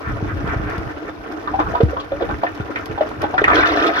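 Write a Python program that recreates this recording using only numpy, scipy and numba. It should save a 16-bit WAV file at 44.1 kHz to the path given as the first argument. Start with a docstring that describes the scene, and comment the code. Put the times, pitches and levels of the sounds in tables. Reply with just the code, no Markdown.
"""Air bubbles ring in a steel sink as a hand stirs the water, heard from under the surface.
Each stroke drags in air that pinches off and rings between the walls, over a wash of small bubbles.
At the end a vortex reaches the drain and sucks air in a loud, dense gurgle.
Water thumps and rumbles on the sinking microphone; the surface hisses and ticks faintly."""
import sys
import numpy as np
from scipy import signal
from scipy.fft import rfft, irfft
from scipy.io import wavfile
from numba import njit

SR = 44100
rng = np.random.default_rng(int(sys.argv[2]) if len(sys.argv) > 2 else 0)


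def generate_wav(signal):
    """Clip the signal to [-1, 1] and save it as 16-bit WAV at the path in sys.argv[1]."""
    frames = np.transpose(np.atleast_2d(signal))
    scaled = np.clip(frames, -1, 1) * 32767
    pcm = np.round(scaled).astype(np.int16)
    wavfile.write(sys.argv[1], SR, pcm)


N = 176400
T = np.arange(N) / SR
HZ = np.fft.rfftfreq(N, 1 / SR)
LN_1000 = np.log(1000)  # 60 dB of decay

# spectrum of mid-size bubbles and swishes: freq_hz, gain_db
CHATTER_SPECTRUM = [(400, -52), (900, -10.5), (1350, -2.5), (1700, -7.5), (2200, -12.5), (3000, -30),
                    (7000, -63)]


def bubbles():
    """Each air pocket pinches off, wobbles and rings, shedding fragments near its size and a splash."""
    # large bubbles: start_s, pitch_hz, level_db, t60_s
    pockets = [(.226, 284, -22, 0.023), (1.473, 1140, -14, 0.054), (1.535, 749, -13.5, .17),
               (1.588, 796, -10, 0.026), (1.599, 1005, -9.5, .06), (1.663, 1110, -17.5, 0.07),
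               (1.737, 668, -16.5, 0.2), (1.748, 950, -10.5, .1), (1.803, 447, -6, 0.13),
               (1.928, 487, -21, 0.27), (1.965, 1060, -16, .17), (1.997, 3320, -28.5, 0.023),
               (2.117, 538, -15, 0.14), (2.206, 493, -13.5, .06), (2.219, 462, -10, 0.073),
               (2.287, 820, -17, 0.079), (2.308, 1193, -21, .07), (2.432, 677, -8, 0.089),
               (2.464, 1780, -19, .05), (2.696, 432, -22.5, 0.072), (2.757, 1855, -12.5, 0.019),
               (2.976, 799, -15.5, 0.12), (3.007, 615, -7.5, 0.081), (3.211, 1336, -18, 0.034),
               (3.227, 592, -13.5, 0.045), (3.236, 813, -10.5, 0.068), (3.337, 727, -11.5, 0.14),
               (3.378, 1402, -5.5, 0.049), (3.415, 430, -8.5, 0.031), (3.439, 1874, -5.5, 0.042),
               (3.477, 1188, -5.5, 0.073), (3.498, 1118, -6.5, .055), (3.529, 1740, -10, 0.031),
               (3.627, 1430, -10, 0.066), (3.884, 658, -14, .19)]
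    # fine splash: freq_hz, gain_db
    splash_spectrum = [(100, -8.5), (1100, 5.5), (2500, -9.5), (3500, -10.5), (6000, -32), (7500, -53)]
    pinch_s, glide_per_s = 0.0041, 1.35
    wobble_ratio, wobble_depth, wobble_bend = 0.122, 0.48, 0.065  # rate / pitch, level and pitch swing
    cluster_db, cluster_octaves, cluster_t60_s = -4.5, 0.55, 0.072
    splash_db = -10  # re the bubble; less below 1 kHz
    out, splash_gain, t = np.zeros((2, N)), np.zeros(N), np.arange(SR // 3) / SR
    small = cloud(per_s=4000, cycles=14.5, spread_db=3, width_rad=0.83)
    bins_hz = np.fft.rfftfreq(len(t), 1 / SR) + 1
    rise, decay = np.minimum(t / pinch_s, 1), LN_1000 * np.maximum(t - pinch_s, 0)
    shed = rise * np.exp(-decay / cluster_t60_s)
    for k, (start_s, hz, db, t60_s) in enumerate(pockets):
        wobble = np.sqrt(shed) * np.sin(2 * np.pi * (wobble_ratio * hz * t + rng.random()))
        pitch_hz = hz * (1 + glide_per_s * t + wobble_bend * wobble)
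        envelope = rise * np.exp(-decay / t60_s) * (1 + wobble_depth * wobble)
        tone = envelope * np.sin(2 * np.pi * np.cumsum(pitch_hz) / SR)
        band = 1 / (1 + (np.log2(bins_hz / hz) / cluster_octaves) ** 4)
        fragments = small[:, k * (SR // 10):][:, :len(t)]
        cluster = shed.std() * unit(shed * irfft(rfft(fragments) * band, len(t)))
        add(out, start_s, amp(db) * (tone + amp(cluster_db) * cluster))
        add(splash_gain, start_s, amp(db + splash_db) * np.sqrt(min(hz / 1000, 1)) * shed)
    return out + colour(basin(small), splash_spectrum) * splash_gain


def vortex():
    """The air core reaches the drain, rings, and tears into large and mid-size bubbles and spray."""
    # bubbles at the drain: time_s, gurgle_db, chatter_db
    drain_levels = [(3.3, -67, -63), (3.48, -34, -27), (3.52, -19.5, -14.5), (3.565, -15, -15),
                    (3.60, -18.5, -14), (3.645, -31, -15.5), (3.72, -18, -21), (3.87, -19.5, -19),
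                    (3.93, -26, -23), (4, -33.5, -17.5)]
    # sucked-in spray: time_s, level_db
    spray_level = [(3.535, -58.5), (3.546, -26.5), (3.61, -28), (3.648, -40), (3.67, -25), (3.73, -33.5),
                   (3.88, -28), (3.915, -42.5), (4, -23.5)]
    # large bubbles: freq_hz, gain_db
    gurgle_spectrum = [(100, -30), (210, -20), (290, -8), (700, -5), (950, -19), (2000, -74)]
    # spray: freq_hz, gain_db
    spray_spectrum = [(1000, -39), (2500, 1), (3700, 1), (4700, -7.5), (5900, -10.5), (7500, -33.5),
                      (12500, -27.5), (15500, -41)]
    core_db = -6.5  # re the mid-size bubbles
    large = basin(cloud(per_s=2200, cycles=8.8, spread_db=5.5, width_rad=0.41))
    gurgle = colour(large, gurgle_spectrum) * level(drain_levels, column=1)
    mid = basin(cloud(per_s=3000, cycles=44, spread_db=4.5, width_rad=0.95))
    chatter = (colour(mid, CHATTER_SPECTRUM) + amp(core_db) * air_core()) * level(drain_levels, column=2)
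    fine = basin(cloud(per_s=18000, cycles=82, spread_db=6.0, width_rad=0.79))
    spray = colour(fine, spray_spectrum) * surge(rate_hz=50, depth_db=2) * level(spray_level)
    return gurgle + chatter + spray


def air_core(width_hz=134):
    """Rushing air drives a fuzzy resonance in the vortex core; pitch falls as the core lengthens."""
    # core resonance: time_s, pitch_hz
    core_pitch = [(3.54, 1768), (3.62, 1450), (3.8, 1297)]
    pole = np.exp(-np.pi * width_hz / SR)
    air = rng.standard_normal(N) + 1j * rng.standard_normal(N)
    flutter = signal.lfilter([1], np.poly([pole, pole]), air)
    pitch_hz = np.interp(T, *np.transpose(core_pitch))
    return unit((flutter * np.exp(2j * np.pi * np.cumsum(pitch_hz) / SR)).real)


def slosh():
    """The stirred surface folds in small bubbles and swishes over the sinking microphone."""
    # bubble wash: freq_hz, gain_db
    wash_spectrum = [(180, -13.5), (290, 0), (460, -2.5), (900, -4.5), (1400, -3), (2700, -18), (4300, -32),
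                     (5800, -29.5), (8000, -45.5)]
    # bubble wash: time_s, level_db
    wash_level = [(0, -31.5), (.5, -27.5), (.95, -30), (1.17, -34), (1.42, -31), (1.62, -27.5),
                  (2.05, -33.5), (2.25, -29), (2.65, -29.5), (3.15, -28.5), (4, -28)]
    # water closing over the housing: centre_s, length_s, level_db
    swishes = [(0.077, 0.09, -28), (0.304, 0.043, -26.5), (0.507, 0.11, -25), (0.713, .16, -28.5),
               (1.082, 0.039, -31.5)]
    small = basin(cloud(per_s=5500, cycles=20, spread_db=4.5, width_rad=1.3))
    swish_gain = sum(amp(db) * np.exp(-((T - centre_s) / (length_s / 2)) ** 2)
                     for centre_s, length_s, db in swishes)
    flow = colour(basin(rng.standard_normal((2, N))), CHATTER_SPECTRUM)
    wash = colour(small, wash_spectrum) * level(wash_level) * surge(rate_hz=27.6, depth_db=2.5)
    return wash + flow * swish_gain


def thumps():
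    """Water pushes on the housing: a hard first swing, then low cycles of settling pitch."""
    # pressure pulses: start_s, final_pitch_hz, level_db, t60_s
    pulses = [(.226, 73, -17.5, 0.071), (0.443, 81, -21.5, 0.18), (0.564, 51, -17.5, 0.27),
              (0.598, 73.5, -22, 0.12), (0.782, 58.4, -22, 0.15), (1.834, 70, -7.5, 0.23),
              (2.601, 76, -21.5, 0.19), (2.898, 72, -28.5, 0.29)]
    rise_s, overshoot, settle_s = 0.00072, 2.11, 0.0044
    out, t = np.zeros(N), np.arange(SR // 3) / SR
    push = 1 + overshoot * np.exp(-t / settle_s)
    for start_s, hz, db, t60_s in pulses:
        envelope = push * np.minimum(t / rise_s, 1) * np.exp(-LN_1000 * t / t60_s)
        add(out, start_s, amp(db) * envelope * np.sin(2 * np.pi * np.cumsum(hz * push) / SR))
    return out


def rumble():
    """Lumpy flow over the housing, nearly the same at both microphone ports."""
    # flow noise: freq_hz, gain_db
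    flow_spectrum = [(20, -40), (35, -9), (52, -1.5), (90, -1), (160, -11), (260, -13.5), (600, -61.5)]
    # flow noise: time_s, level_db
    flow_level = [(0, -39.5), (.13, -23.5), (.33, -31), (.58, -29), (.88, -32), (1.05, -43), (1.42, -45),
                  (1.6, -28), (2.0, -39.5), (2.3, -31.5), (2.5, -38.5), (3.1, -44), (3.25, -33), (4, -41)]
    flow = rng.standard_normal(N) + 0.39 * rng.standard_normal((2, N))
    return colour(flow, flow_spectrum) * level(flow_level) * surge(rate_hz=10, depth_db=4.0)


def surface():
    """Faint hiss, with ticks from droplets that burst on or hit the surface."""
    # hiss and ticks: freq_hz, gain_db
    hiss_spectrum = [(1500, 14), (5800, 4), (7500, -14), (12000, -3), (16000, -25)]
    # hiss: time_s, level_db
    hiss_level = [(0, -52.5), (.955, -49.5), (.975, -53), (4, -51.5)]
    # sharp drop impacts: start_s, level_db
    drops = [(.374, -41), (.699, -32.5), (.78, -30), (1.832, -35), (2.858, -26), (3.091, -33.5),
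             (3.218, -22.5)]
    tick_min_db, ticks_per_s, fade_s = -55.5, 62, 0.0041
    hiss = colour(rng.standard_normal((2, N)), hiss_spectrum)
    hiss = hiss * level(hiss_level) * surge(rate_hz=68, depth_db=2.0)
    onsets = rng.random(N) < ticks_per_s / SR
    ticks = onsets * amp(tick_min_db + 5 * np.minimum(rng.exponential(1, N), 3))
    for start_s, db in drops:
        ticks[round(start_s * SR)] += amp(db)
    tick_gain = signal.lfilter([1], [1, -np.exp(-1 / (fade_s * SR))], ticks)
    return hiss + colour(rng.standard_normal((2, N)), hiss_spectrum) * tick_gain


def basin(x):
    """The filled basin rings along at its resonances."""
    # basin modes: freq_hz, width_hz, strength_db
    modes = [(300, 42, 2.5), (434, 42, 3.5), (679, 43, 1.5), (1450, 90, -25), (3535, 60, -0.5)]
    gain = 1 + sum(amp(db) / (1 + 2j * (HZ - hz) / width_hz) for hz, width_hz, db in modes)
    return irfft(rfft(x) * gain, N)


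def steel_walls(water, rise_s=0.0015, t60_s=0.12):
    """Direct sound and a short wall echo reach the two ports with a phase offset."""
    # echo re direct sound: freq_hz, level_db
    echo_spectrum = [(90, -9.5), (500, -6.5), (1400, -1.5), (3000, -7)]
    # left port ahead of right: freq_hz, lead_rad
    port_lead = [(80, 0.37), (520, 0.03), (720, -0.95), (900, -1.4), (1200, -4), (1900, -4), (3000, -2)]
    tail = rng.standard_normal((2, N)) * np.minimum(T / rise_s, 1) * np.exp(-LN_1000 * T / t60_s)
    tail /= np.linalg.norm(tail, axis=1, keepdims=True)
    wet = amp(spectrum(echo_spectrum))
    walls = (1 + wet * rfft(tail, 2 * N)[:, ::2]) / np.sqrt(1 + wet ** 2)
    ports = np.exp(.5j * np.outer([1, -1], spectrum(port_lead)))
    pre_ring = SR // 100
    response = np.roll(irfft(walls * ports, N), pre_ring, axis=1)[:, :SR // 2]
    return signal.fftconvolve(water, response, axes=1)[:, pre_ring:][:, :N]


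def cloud(per_s, cycles, spread_db, width_rad):
    """Randomly born bubbles of all sizes, flat in spectrum; deep ones reach both ports alike."""
    low_hz, high_hz, alike_below_hz = 170, 15000, 710
    when, pitch, size, side, polarity = rng.random((int(per_s * N / SR), 5)).T
    hz = low_hz * (high_hz / low_hz) ** pitch
    strength = np.sign(polarity - .5) * hz * amp(spread_db * np.minimum(-np.log(1 - size), 3.5))
    pan_rad = np.pi / 4 + width_rad * (2 * side - 1) * np.minimum(hz / alike_below_hz, 1)
    gains = strength[:, None] * np.stack([np.cos(pan_rad), np.sin(pan_rad)], 1)
    return unit(ring((when * N).astype(np.int64), hz, gains, float(cycles), glide=0.13))


@njit
def ring(starts, hz, gains, cycles, glide):
    """Each bubble dies by 60 dB over `cycles` while its pitch rises by the fraction `glide`."""
    out = np.zeros((2, N))
    for k in range(len(starts)):
        length = int(SR * cycles / hz[k])
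        turn_rad = 2 * np.pi * hz[k] / SR
        phasor = 1 + 0j
        step = np.exp(1j * turn_rad - LN_1000 / length)
        rise = np.exp(1j * turn_rad * glide / length)
        for i in range(starts[k], min(starts[k] + length, N)):
            out[0, i] += gains[k, 0] * phasor.imag
            out[1, i] += gains[k, 1] * phasor.imag
            phasor *= step
            step *= rise
    return out


def amp(db):
    """Decibels to gain."""
    return 10 ** (np.asarray(db) / 20)


def unit(x):
    """Scale to unit rms."""
    return x / np.sqrt(np.mean(x ** 2) + 1e-20)


def level(points, column=1):
    """Gain over time from one dB column."""
    columns = np.transpose(points)
    return amp(np.interp(T, columns[0], columns[column]))


def spectrum(points):
    """Interpolate a table over log frequency."""
    hz, value = np.transpose(points)
    return np.interp(np.log(HZ + 1), np.log(hz), value)


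def colour(x, points):
    """Filter by a dB curve, then scale to unit rms."""
    return unit(irfft(rfft(x) * amp(spectrum(points)), N))


def surge(rate_hz, depth_db):
    """Randomly wandering gain."""
    drift = irfft(rfft(rng.standard_normal(N)) / (1 + (HZ / rate_hz) ** 4), N)
    return amp(depth_db * unit(drift))


def add(mix, start_s, sound):
    """Mix a sound in at start_s."""
    part = mix[..., max(0, round(start_s * SR)):][..., :sound.shape[-1]]
    part += sound[..., :part.shape[-1]]


def scene():
    """All the water between the steel walls, in stereo."""
    return steel_walls(bubbles() + thumps() + slosh() + rumble() + vortex() + surface())


def record(dry):
    """Clip at full scale, then low-pass."""
    cutoff_hz = 15750
    lowpass = signal.firwin(511, cutoff_hz, window=("kaiser", 9), fs=SR)
    return signal.oaconvolve(np.clip(dry, -1, 1), lowpass[None], "same")


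dry = scene()
out = record(dry)
generate_wav(out)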